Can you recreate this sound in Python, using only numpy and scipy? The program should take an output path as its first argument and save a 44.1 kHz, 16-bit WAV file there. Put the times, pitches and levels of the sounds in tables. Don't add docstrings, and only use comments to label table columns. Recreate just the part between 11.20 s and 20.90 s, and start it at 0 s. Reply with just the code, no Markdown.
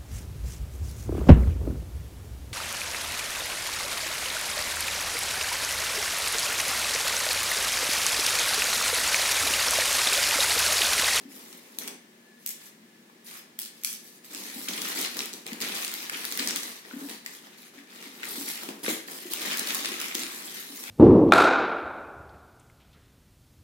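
import sys
import numpy as np
from scipy import signal
from scipy.fft import rfft, irfft
from scipy.io import wavfile
from scipy.ndimage import uniform_filter1d

SR = 44100
rng = np.random.default_rng(int(sys.argv[2]) if len(sys.argv) > 2 else 0)


def unload_audio(sound):
    columns = np.transpose(np.atleast_2d(sound))
    steps = np.round(np.clip(columns, -1, 1) * 32767)
    wavfile.write(sys.argv[1], SR, steps.astype(np.int16))


N = 427769
TIME, BINS = np.arange(N) / SR, np.fft.rfftfreq(N, 1 / SR)
EDGE_HZ = 16100

# (relative, from 11500 Hz)
BLADE_CLICKS = [(.5862, -1.5, -6, 1), (.6346, -15.5, -2, 0), (.6765, -7.5, 2, -1), (.6815, -10, 2, -3),
                (1.262, -.3, -1, 8), (1.2725, -14.5, -2, 4), (1.2905, -4, -7, 8), (1.3068, -13, -7, 9),
                (2.3895, -1, -3, 7), (2.4169, -8.5, -3, 6), (2.4603, -16, 6, -3), (2.6354, -8, -3, 5),
                (2.6471, 3.3, -6, 0), (2.7284, -9, -7, 3)]
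# start_s, end_s, first_level_db, last_level_db, tilt_db_per_octave,
# film_note_hz (note of the taut film), film_note_height_db
CUTS = [(.607, 0.693, -43.5, -45, -2.5, 6400, 4), (1.258, 1.33, -32.5, -42, 4.5, 11500, -5),
        (2.385, 2.484, -35.5, -46, 3, 9400, -2), (2.652, 2.77, -35, -41.5, 3.5, 5400, 7)]
# frequency_hz, gain_db
SHEAR_SPECTRUM = [(30, -36), (120, -32), (400, -2), (1000, -6), (2300, -0.5), (3800, 0), (5500, -1.5),
                  (8500, -1.5), (12000, -7), (16000, -4)]
# centre_hz, width_hz, height_db
BLADE_RESONANCES = [(2250, 300, 4), (3350, 300, 4), (4500, 250, 2.5), (6050, 450, 5), (7900, 500, 5),
                    (9200, 500, 7), (11500, 900, 7), (14400, 600, 4)]
FILM_NOTE_WIDTH_HZ = 900


def scissors():
    fractures = crackle(per_s=600, spread_db=3.4, clump_db=2, hiss=.18)
    fractures = colour(fractures, lambda hz: read(SHEAR_SPECTRUM, hz) + humps(BLADE_RESONANCES, hz))
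    fractures = flex(fractures, patchy_db=3.3)
    shear = np.zeros((2, N))
    for start, end, first_db, last_db, tilt_db, note_hz, note_db in CUTS:
        film_note = [(note_hz, FILM_NOTE_WIDTH_HZ, note_db)]
        cut = fractures[:, int(start * SR):int(end * SR)]
        cut = colour(cut, lambda hz: tilt_db * np.log2(np.maximum(hz, 300)) + humps(film_note, hz))
        squeeze = amp(np.linspace(first_db, last_db, cut.shape[1]))
        soft_ends = signal.windows.tukey(cut.shape[1], .15)
        add(shear, start, unit(cut) * squeeze * soft_ends)
    blades = clicks(BLADE_CLICKS, decay_s=.001, rise_s=.0007, ripple_db=.6, resonances=BLADE_RESONANCES)
    return room(shear, wet_db=-2.5) + room(amp(-1.5) * blades, wet_db=-3.5)


# frequency_hz, gain_db
SNAP_SPECTRUM = [(30, -29), (120, -20.5), (400, -22), (900, -9.5), (2000, -2.5), (4000, 2.5), (8000, 0.5),
                 (12000, -0.5), (16000, 0.5)]


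def clicks(rows, decay_s, rise_s, ripple_db, resonances=()):
    out, t = np.zeros((2, N)), TIME[:2048]
    shape = (1 - np.exp(-(t / rise_s) ** 2)) * np.exp(-t / decay_s)
    for start, db, body_db, edge_db in rows:
        tint = [(800, body_db), (2600, body_db), (4500, 0), (9000, 0), (11500, edge_db)]
        ripple = np.transpose([np.geomspace(1200, 16000, 22), ripple_db * rng.standard_normal(22)])

        def click_db(hz):
            return read(SNAP_SPECTRUM, hz) + read(tint, hz) + read(ripple, hz) + humps(resonances, hz)

        burst = near(rng.standard_normal((2, len(t))) * shape, share=.15)
        burst = colour(burst, click_db)
        energy = np.linalg.norm(burst, axis=1, keepdims=True)
        add(out, start, amp(db) * burst / energy)
    return out


# frequency_hz, gain_db
RUSTLE_SPECTRUM = [(30, -62), (100, -34), (250, -7), (500, -1.5), (800, -0.5), (1200, -1), (1500, -2.5),
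                   (2000, 5.5), (2700, 3), (3600, 4.5), (5500, -2), (8000, -8.5), (16000, -21)]
# frequency_hz, gain_db
FIZZ_SPECTRUM = [(1500, -27), (4000, -1.5), (7000, -0.5), (10000, 0.5), (13000, 1.5), (16000, -3)]
# (relative, from 11500 Hz)
CREASES = [(.3279, -21, 1, -6), (3.046, -24, 5, -3), (3.1475, -11, -1, -4), (3.1588, -17, -5, -4),
           (3.2376, -17, -4, -6), (3.2646, -19, 6, -4), (3.4142, -19, -1, 4), (3.485, -5.5, 2, 0),
           (3.5764, -13, 4, 2), (3.6177, -7, -1, -13), (3.6796, -10, -1, 7), (3.6864, -8.5, -2, 9),
           (3.6946, -14, -1, -3), (3.8129, -5.5, 3, -3), (3.945, -18, 6, -8), (3.9687, -8.5, 2, 0),
           (3.9906, -3.5, -2, -15), (4.0045, -6, 11, -9), (4.0174, -14, 6, -3), (4.0575, -12, -6, 4),
           (4.1305, -15, -6, -7), (4.1365, -11, -10, -7), (4.2651, -10.5, 7, -5), (4.2765, -16, -1, -4),
           (4.3314, -12, 0, -2), (4.4037, -12, 4, -5), (4.4113, -11, 0, -4), (4.4157, -6, -2, -2),
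           (4.4212, -7, -2, -12), (4.487, -6, 3, 6), (4.4938, -13, 3, -3), (4.5721, -12, 2, -1),
           (4.624, -13.5, 1, -6), (4.6471, -6, 0, -1), (4.679, -7.5, -9, -4), (4.7148, -14, 6, -2),
           (4.739, -5, -1, 3), (4.8967, -7, 10, -7), (5.0156, -19, 9, -2), (5.044, -15, -3, -3),
           (5.0513, -5, -7, 0), (5.1142, -11, -4, -3), (5.1228, -2.5, 1, 1), (5.1742, -3.5, 3, 5),
           (5.195, -7, 8, -5), (5.2737, -.5, -5, -7), (5.285, -7.5, 0, -8), (5.2885, -7, 1, -8),
           (5.3076, -4, 1, -10), (5.36, .5, -3, -1), (5.3708, -10, -4, -8), (5.4318, -10, -9, -4),
           (5.517, -17, 4, -4), (5.8956, -16, -3, -3), (5.8996, -17, 0, -3), (6.0616, -11.5, -6, -1),
           (6.15, -20, -2, -2), (6.759, -23, 3, -8), (6.8253, -21, 3, -8), (7.0322, -13.5, 11, -9),
           (7.046, -17, 4, 0), (7.0535, -14, -3, -2), (7.0918, -11.5, -5, 1), (7.3009, -13, 2, 2),
           (7.3553, -15, 2, 2), (7.4333, -10, 3, 4), (7.489, -16.5, 11, -4), (7.9165, -19, 8, 2),
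           (8.135, 0, -1, 5), (8.2168, -13, -2, -2), (8.3722, -5, -9, 2), (8.382, -9, -5, -4),
           (8.3925, -4.5, -5, 0), (8.3952, 0, -3, -1), (8.4303, -15, 3, -7), (8.4737, -13, -1, -3),
           (8.4872, -11, -1, -5), (8.506, -7.5, 5, -6), (8.5469, .5, -7, 6), (8.5513, -6, -6, 0),
           (8.6319, -14, 5, -6), (8.6468, -11, 6, -7), (8.6572, -3.5, -2, -15), (8.6888, -12, 9, -3),
           (8.7192, -13, 10, -3), (8.8015, -7.5, 1, -1), (8.8142, -6, 4, 1), (8.8205, -14, 6, 0),
           (8.8828, -13, 1, -8), (8.9465, -8, 2, -2), (8.951, -1.3, 3, -2), (8.9936, -10, -5, -4),
           (9.034, -8, 2, -12), (9.0654, -14, 9, -3), (9.1871, -20, 7, -1), (9.4256, -19, 11, 4),
           (9.638, -13, 4, -8), (9.67, -18, 6, -3)]
# start_s, level_db, pitch_hz
POPS = [(1.8971, -42, 1100), (2.6469, -24, 2350), (4.2647, -30, 2400), (4.3171, -28, 2070),
        (4.5396, -25, 1750), (4.8958, -22.5, 1690), (4.9367, -28, 1760), (5.0434, -25, 1700),
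        (5.1741, -24, 1900), (5.65, -35, 1900), (5.7099, -33, 1500), (5.7335, -33, 1800),
        (5.8125, -31, 1650), (6.0613, -24, 1950), (7.0225, -32, 2050), (7.0308, -21, 1820),
        (7.038, -22, 1980), (7.2814, -26, 2130), (7.4884, -32, 1660), (7.6317, -34, 1900),
        (7.646, -26.5, 1950), (7.6804, -19, 2260), (7.8835, -27, 1840), (8.2796, -23, 2300),
        (8.6467, -24, 2000), (8.7205, -26, 2500), (8.8413, -20, 2200), (8.9121, -24, 2310)]
TICK_SHARE = .55


def bag(rustle_gain, fizz_gain):
    buckles = crackle(per_s=500, spread_db=3.1, clump_db=2.1, hiss=.2)
    rustle = flex(colour(buckles, lambda hz: read(RUSTLE_SPECTRUM, hz)), patchy_db=3)
    rustle = np.sqrt(1 - TICK_SHARE ** 2) * rustle + TICK_SHARE * ticks(per_s=170, spread_db=3.8)
    slips = crackle(per_s=800, spread_db=3, clump_db=1.6, hiss=.55)
    fizz = flex(colour(slips, lambda hz: read(FIZZ_SPECTRUM, hz)), patchy_db=3.5)
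    film = amp(-2.5) * rustle_gain * rustle + amp(-1.4) * fizz_gain * fizz
    film = moving_room(film + amp(-1.4) * crunches(), wet_db=-2.4)
    snaps = clicks(CREASES, decay_s=.0011, rise_s=.0006, ripple_db=2.6)
    facets = pops(POPS + small_pops(rustle_gain, count=90))
    return film + room(amp(0.9) * snaps, wet_db=-4) + room(amp(-0.8) * facets, wet_db=-6.5)


def crackle(per_s, spread_db, clump_db, hiss):
    at = np.flatnonzero(rng.random(N) < per_s / SR)
    size = amp(spread_db * np.minimum(rng.exponential(1, N), 2.8))[at, None]
    decay_s = .0008 * rng.uniform(.35, 1.65, N)[at, None]
    place = at[:, None] + np.arange(200)
    grains = rng.standard_normal((2, *place.shape)) * size * np.exp(-TIME[:place.shape[1]] / decay_s)
    buckles = np.array([np.bincount(place.ravel(), port.ravel(), N)[:N] for port in grains])
    film = unit(buckles) + hiss * rng.standard_normal((2, N))
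    clumps = amp(clump_db * wander(45))
    return unit(near(film * clumps, share=0.02))


def flex(x, patchy_db):
    z = signal.stft(x, SR, nperseg=512, noverlap=384)[2]
    field = rng.standard_normal(z.shape[1:])
    for _ in range(2):
        field = uniform_filter1d(field, size=4, axis=0)
        field = uniform_filter1d(field, size=7, axis=1)
    flexed = signal.istft(z * amp(patchy_db * unit(field)), SR, nperseg=512, noverlap=384)[1]
    return unit(flexed[:, :N])


TICK_LOW_HZ, TICK_HIGH_HZ, TICK_CYCLES = 1100, 7500, 2.2


def ticks(per_s, spread_db):
    at = np.flatnonzero(rng.random(N) < per_s / SR)
    t, out = TIME[:256], np.zeros((2, N))
    place = (at[:, None] + np.arange(len(t))).ravel()
    pitch = TICK_LOW_HZ * (TICK_HIGH_HZ / TICK_LOW_HZ) ** rng.random((len(at), 1))
    size = amp(spread_db * np.minimum(rng.exponential(1, pitch.shape), 2.5)) * np.sqrt(pitch)
    for k in range(3):
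        hz = np.minimum(pitch * (1 + k * rng.uniform(.3, .7, pitch.shape)), EDGE_HZ)
        phase = rng.random((2, len(at), 1))
        envelope = np.exp(-t * pitch / TICK_CYCLES) * (1 - np.exp(-t * hz))
        rings = size / (1 + k) * np.sin(2 * np.pi * (hz * t + phase)) * envelope
        out += [np.bincount(place, port.ravel(), N)[:N] for port in rings]
    return unit(near(out, share=.3))


# start_s, length_s, level_db, centre_hz
CRUNCHES = [(3.475, 0.019, -33, 4950), (3.525, 0.024, -37, 3340), (3.567, 0.031, -37.5, 3500),
            (3.642, 0.022, -38, 5500), (3.779, 0.024, -37, 7000), (3.839, 0.029, -32.5, 3900),
            (4.417, 0.044, -42, 3880), (4.557, 0.051, -50, 3700), (4.616, 0.021, -37, 4000),
            (4.798, .012, -40, 3200), (4.852, 0.025, -46, 3030), (4.932, 0.018, -34, 2600),
            (5.185, 0.022, -29.5, 2800), (5.226, 0.027, -49, 2800), (5.284, 0.026, -33, 4030),
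            (5.32, 0.027, -41, 3600), (5.361, 0.0135, -36, 3620), (5.901, .012, -49, 2700),
            (7.653, 0.027, -33.5, 2200), (7.689, 0.027, -40, 2300), (8.2, 0.015, -46, 2800),
            (8.256, .018, -42, 3300), (8.291, 0.06, -34.5, 3000), (8.465, 0.022, -36.5, 3170),
            (8.485, 0.032, -35.5, 2600), (8.638, 0.021, -35, 2800), (8.99, 0.043, -39, 5000)]
CRUNCH_SKIRT_DB_PER_OCT = -5


def crunches():
    out, run = np.zeros((2, N)), ticks(per_s=550, spread_db=3)
    for start, length, db, centre_hz in CRUNCHES:
        part = run[:, int(start * SR):][:, :int(length * SR)]
        part = colour(part, lambda hz: CRUNCH_SKIRT_DB_PER_OCT * abs(np.log2((hz + 1) / centre_hz)))
        soft_ends = signal.windows.tukey(part.shape[1], .5)
        add(out, start, amp(db) * unit(part * soft_ends))
    return out


def pops(rows):
    out, t = np.zeros((2, N)), TIME[:2048]
    for start, db, pitch in rows:
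        note = np.sin(2 * np.pi * pitch * t) * np.exp(-t / .0019)
        rattle = rng.standard_normal((2, len(t))) * np.exp(-t / .0018)
        rattle = colour(rattle, lambda hz: -15 * abs(np.log2((hz + 1) / pitch)))
        pop = near(np.array([note, note]), share=1) + .85 * rattle / abs(rattle).max()
        pop = pop * (1 - np.exp(-t / .0013))
        add(out, start, amp(db) * pop / abs(pop).max())
    return out


SMALL_POP_HZ, SMALL_POP_SPREAD_OCT, SMALL_POP_OVER_RUSTLE_DB = 1920, 0.17, 7


def small_pops(rustle_gain, count):
    when, size, note = rng.random((count, 3)).T
    at = (when * (N - 1)).astype(int)
    db = 20 * np.log10(rustle_gain[at] * (.5 + size) + 1e-9) + SMALL_POP_OVER_RUSTLE_DB
    pitch = SMALL_POP_HZ * 2 ** (SMALL_POP_SPREAD_OCT * (2 * note - 1))
    return list(zip(TIME[at], db, pitch))


# start_s, hold_s, rustle_db, fizz_db, drag_db (drag of the box)
TUGS = [(0, 0.017, -50.5, -60, -50), (3.033, 0.07, -54.5, -49, -74), (3.48, 0.17, -42, -38.5, -42.5),
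        (3.956, 0.11, -38, -41.5, -43.5), (4.124, 0.041, -60, -49, -49.5), (4.255, 0.14, -45.5, -51.5, -46),
        (4.404, 0.12, -35, -40, -41), (4.539, 0.16, -38.5, -37, -50), (4.91, 0.1, -38.5, -40, -46),
        (5.185, 0.065, -36.5, -42, -47.5), (5.258, 0.084, -51, -45, -43.5), (5.514, 0.072, -48, -49, -56),
        (5.883, 0.044, -41.5, -40.5, -43.5), (6.041, 0.13, -50, -47.5, -56.5),
        (6.215, 0.13, -52, -59, -59.5), (6.533, 0.058, -49.5, -58, -54), (7.027, 0.069, -57, -43, -60),
        (7.418, .015, -62, -61, -41), (7.482, 0.0083, -41.5, -67, -33.5), (7.629, 0.035, -38, -35.5, -43.5),
        (7.681, 0.029, -31.5, -28.5, -33.5), (8.097, 0.078, -35, -37, -48), (8.39, 0.042, -33.5, -53, -41),
        (8.782, 0.13, -37.5, -40, -48.5), (8.941, 0.09, -38.5, -37.5, -43), (9.65, 0.065, -50, -64, -67)]
# start_s, length_s, rustle_db, fizz_db, drag_db (drag of the box)
SLIDES = [(0.086, 0.2, -53.5, -48.5, -53.5), (0.27, .13, -54.5, -49.5, -54.5),
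          (0.391, 0.2, -58.5, -56, -58), (0.556, 0.22, -69, -68, -48), (1.185, 0.24, -61, -56, -78),
          (1.402, 0.1, -54.5, -49.5, -78), (2.041, 0.18, -48.5, -46, -76), (2.527, 0.19, -62, -53, -78),
          (2.8, 0.19, -62, -50.5, -84), (3.095, 0.26, -43.5, -41, -50.5), (3.332, 0.16, -44, -40.5, -48.5),
          (3.612, 0.25, -38.5, -39.5, -50), (3.75, 0.14, -37, -37, -45), (3.887, 0.095, -43.5, -44, -51),
          (4.14, 0.12, -60, -71, -57), (4.713, 0.19, -42, -41, -52.5), (5.028, 0.24, -40.5, -39.5, -48.5),
          (5.33, 0.2, -42, -40.5, -50), (5.64, 0.19, -50, -52.5, -52), (5.783, 0.11, -56, -45, -47),
          (6.37, 0.13, -53.5, -52.5, -70), (6.67, 0.23, -50, -54, -57), (6.802, 0.11, -51.5, -54, -57),
          (6.9, 0.21, -47.5, -52, -54), (7.066, 0.26, -43.5, -38, -47), (7.262, 0.11, -43, -39, -56),
          (7.343, 0.15, -43, -42.5, -53.5), (7.527, 0.19, -64, -56, -54.5), (7.866, 0.13, -46, -42, -46),
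          (7.977, 0.13, -46.5, -45.5, -53), (8.177, 0.23, -36, -37, -42), (8.446, 0.17, -35, -35, -47),
          (8.587, 0.22, -36, -40, -45.5), (9.032, 0.39, -43, -42.5, -52.5), (9.34, 0.48, -48, -43, -54)]


def handling():
    gains = np.zeros((3, N))
    for shape, rows in ((tug, TUGS), (swell, SLIDES)):
        for start, length, *levels_db in rows:
            gains += amp(levels_db)[:, None] * shape(start, length)
    return gains


TUG_ATTACK_S, TUG_SAG_DB, TUG_RELEASE_S = 0.011, -3, 0.041


def tug(start, hold):
    t = np.maximum(TIME - start, 0)
    rise = np.minimum(t / TUG_ATTACK_S, 1)
    sag = amp(TUG_SAG_DB * np.minimum(t / hold, 1))
    return rise * sag * np.exp(-np.clip(t - hold, 0, 1) / TUG_RELEASE_S)


SWELL_ARCH = 0.5


def swell(start, length):
    u = np.clip((TIME - start) / length, 0, 1)
    return (4 * u * (1 - u)) ** SWELL_ARCH


# frequency_hz, gain_db
HOLLOW_SPECTRUM = [(60, -43), (125, -36), (175, -8.5), (240, -2.5), (340, -4), (450, -6.5), (600, -14.5),
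                   (900, -13.5), (1500, -23), (4000, -27.5)]
# start_s, level_db, pitch_hz (of the struck panel)
KNOCKS = [(.052, -25.5, 260), (3.116, -31, 293), (3.36, -21.5, 248), (4.32, -20, 233), (4.412, -28, 233),
          (5.199, -19.5, 257), (5.734, -20, 257), (5.762, -20, 257), (5.778, -35, 245), (5.814, -18, 280),
          (6.576, -31.5, 283), (6.863, -29, 259), (7.178, -23, 280), (7.271, -35, 243), (7.632, -41, 326),
          (7.681, -16.5, 328), (8.053, -21.5, 345), (8.581, -30, 297), (8.714, -24, 346),
          (8.95, -19.5, 332), (9.499, -27.5, 278)]
# start_s, level_db
BUMP = (7.682, -30.7)
# frequency_hz, relative_db, t60_s
BOX_MODES = [(246, -11, 0.33), (323, 2.5, 0.13), (440, 2.5, 0.077), (515, 0, 0.079), (620, -14, 0.072),
             (1030, -26, 0.067), (1250, -27.5, 0.055)]


def box(drag_gain):
    drag = drag_gain * noise(amp(read(HOLLOW_SPECTRUM, BINS)))
    hits, t = np.zeros((2, N)), TIME[:SR // 3]
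    for start, db, hz in KNOCKS:
        panel = np.sin(2 * np.pi * hz * t) * (1 - np.exp(-t / 0.0043)) * np.exp(-t / 0.0075)
        add(hits, start, amp(db - 4.0) * np.array([panel, panel]))
    ring = sum(amp(db - 60 * t / t60) * np.sin(2 * np.pi * hz * t) for hz, db, t60 in BOX_MODES)
    bump_s, bump_db = BUMP
    add(hits, bump_s, amp(bump_db) * np.array([ring, ring]))
    hits = signal.sosfilt(signal.butter(4, 175, "highpass", fs=SR, output="sos"), hits)
    return room(hits, wet_db=-4.5) + drag


# start_s, length_s, level_db
WHINES = [(1.04, .19, -65), (1.27, .3, -69.5), (1.64, .18, -70.5)]
WHINE_HZ, WHINE_WAVER_HZ = 1735, 18


def whine():
    gain = sum(amp(db) * swell(start, length) for start, length, db in WHINES)
    pitch = WHINE_HZ + WHINE_WAVER_HZ * wander(20)
    return gain * unit(np.sin(2 * np.pi * np.cumsum(pitch) / SR))


# frequency_hz, gain_db
ROOM_TONE_SPECTRUM = [(30, -56), (75, -29), (115, -20), (160, -8), (227, 2), (280, -7), (355, -2.5),
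                      (430, -8.5), (700, -14), (1400, -17.5), (1900, -13.5), (3000, -17.5), (16000, -27)]
# centre_hz, width_hz, level_db, waver_db
DRONES = [(240, 25, -70.5, 2), (1725, 75, -70, 1.5)]
ROOM_TONE_DB = -56


def room_tone():
    tone = amp(ROOM_TONE_DB) * noise(amp(read(ROOM_TONE_SPECTRUM, BINS)))
    for hz, width, db, waver_db in DRONES:
        tone += amp(db + waver_db * wander(1.2)) * narrow(hz, width)
    return tone


# frequency_hz, t60_s
ROOM_T60 = [(200, 0.5), (700, 0.58), (2000, 0.51), (5000, 0.42), (10000, 0.34), (16000, 0.18)]
ROOM_GAP_S, ROOM_BUILD_S = .002, .003


def reflections(x):
    build_up = np.clip((TIME[:SR] - ROOM_GAP_S) / ROOM_BUILD_S, 0, 1)
    taps = diffuse(rng.standard_normal((2, SR))) * build_up
    hz, t, z = signal.stft(taps, SR, nperseg=256)
    decay = amp(-60 * t / read(ROOM_T60, hz)[:, None])
    tail = signal.istft(z * decay, SR, nperseg=256)[1]
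    return signal.fftconvolve(x, tail / np.linalg.norm(tail[0]), axes=1)[:, :N]


def room(x, wet_db):
    return x + amp(wet_db) * reflections(x)


BAG_SWAY_HZ = 2.3


def moving_room(x, wet_db):
    places = [np.maximum(np.cos(2 * np.pi * BAG_SWAY_HZ * TIME - k * np.pi / 2), 0) for k in range(4)]
    return x + amp(wet_db) * sum(reflections(x * place) for place in places)


RIGHT_LEAD = 12


def near(x, share):
    share = np.clip(share, 0, 1)
    late = np.pad(x[1], (RIGHT_LEAD, 0))[:x.shape[1]]
    return np.array([share * late + np.sqrt(1 - share ** 2) * x[0], x[1]])


# frequency_hz, likeness (no unit, clipped to 0-1)
LIKENESS = [(130, 1.5), (150, 1), (225, 1), (345, 1), (500, 0.37), (800, 0.05), (1200, 0)]


def diffuse(x):
    z = rfft(x)
    same = np.clip(read(LIKENESS, np.fft.rfftfreq(x.shape[1], 1 / SR)), 0, 1)
    return irfft([z[0], same * z[0] + np.sqrt(1 - same ** 2) * z[1]], x.shape[1])


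def noise(gain):
    return unit(diffuse(irfft(rfft(rng.standard_normal((2, N))) * gain, N)))


def narrow(hz, width):
    return noise(1 / (1 + (2 * (BINS - hz) / width) ** 2))


def wander(rate_hz):
    return unit(irfft(rfft(rng.standard_normal(N)) / (1 + (BINS / rate_hz) ** 4), N))


def colour(x, db_at):
    log_gain = np.log(amp(db_at(abs(np.fft.fftfreq(4096, 1 / SR)))))
    taps = np.fft.ifft(np.exp(np.conj(signal.hilbert(log_gain)))).real[:2048]
    return signal.oaconvolve(x, taps[None], axes=1)[:, :x.shape[1]]


def humps(resonances, hz):
    return sum(db / (1 + (2 * (hz - centre) / width) ** 2) for centre, width, db in resonances)


def read(points, hz):
    f, value = np.transpose(points)
    return np.interp(np.log(hz + 1), np.log(f + 1), value)


def amp(db):
    return 10 ** (np.asarray(db) / 20)


def unit(x):
    return x / np.sqrt(np.mean(x ** 2) + 1e-20)


def add(mix, start, sound):
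    part = mix[:, max(round(start * SR), 0):][:, :sound.shape[1]]
    part += sound[:, :part.shape[1]]


def scene():
    rustle_gain, fizz_gain, drag_gain = handling()
    return scissors() + bag(rustle_gain, fizz_gain) + box(drag_gain) + whine() + room_tone()


# frequency_hz, left_minus_right_db
PORT_BALANCE = [(60, -1), (250, 2.5), (500, 2.5), (1000, -2.5), (2000, 4), (4000, 1.5), (8000, -1.2),
                (13000, 2)]


def record(dry):
    port_db = np.outer([.5, -.5], read(PORT_BALANCE, BINS))
    ports = irfft(rfft(dry) * amp(port_db), N)
    band_limit = signal.firwin(511, EDGE_HZ, window=("kaiser", 9), fs=SR)
    return signal.oaconvolve(ports, band_limit[None], "same")


dry = scene()
out = record(dry)
unload_audio(out)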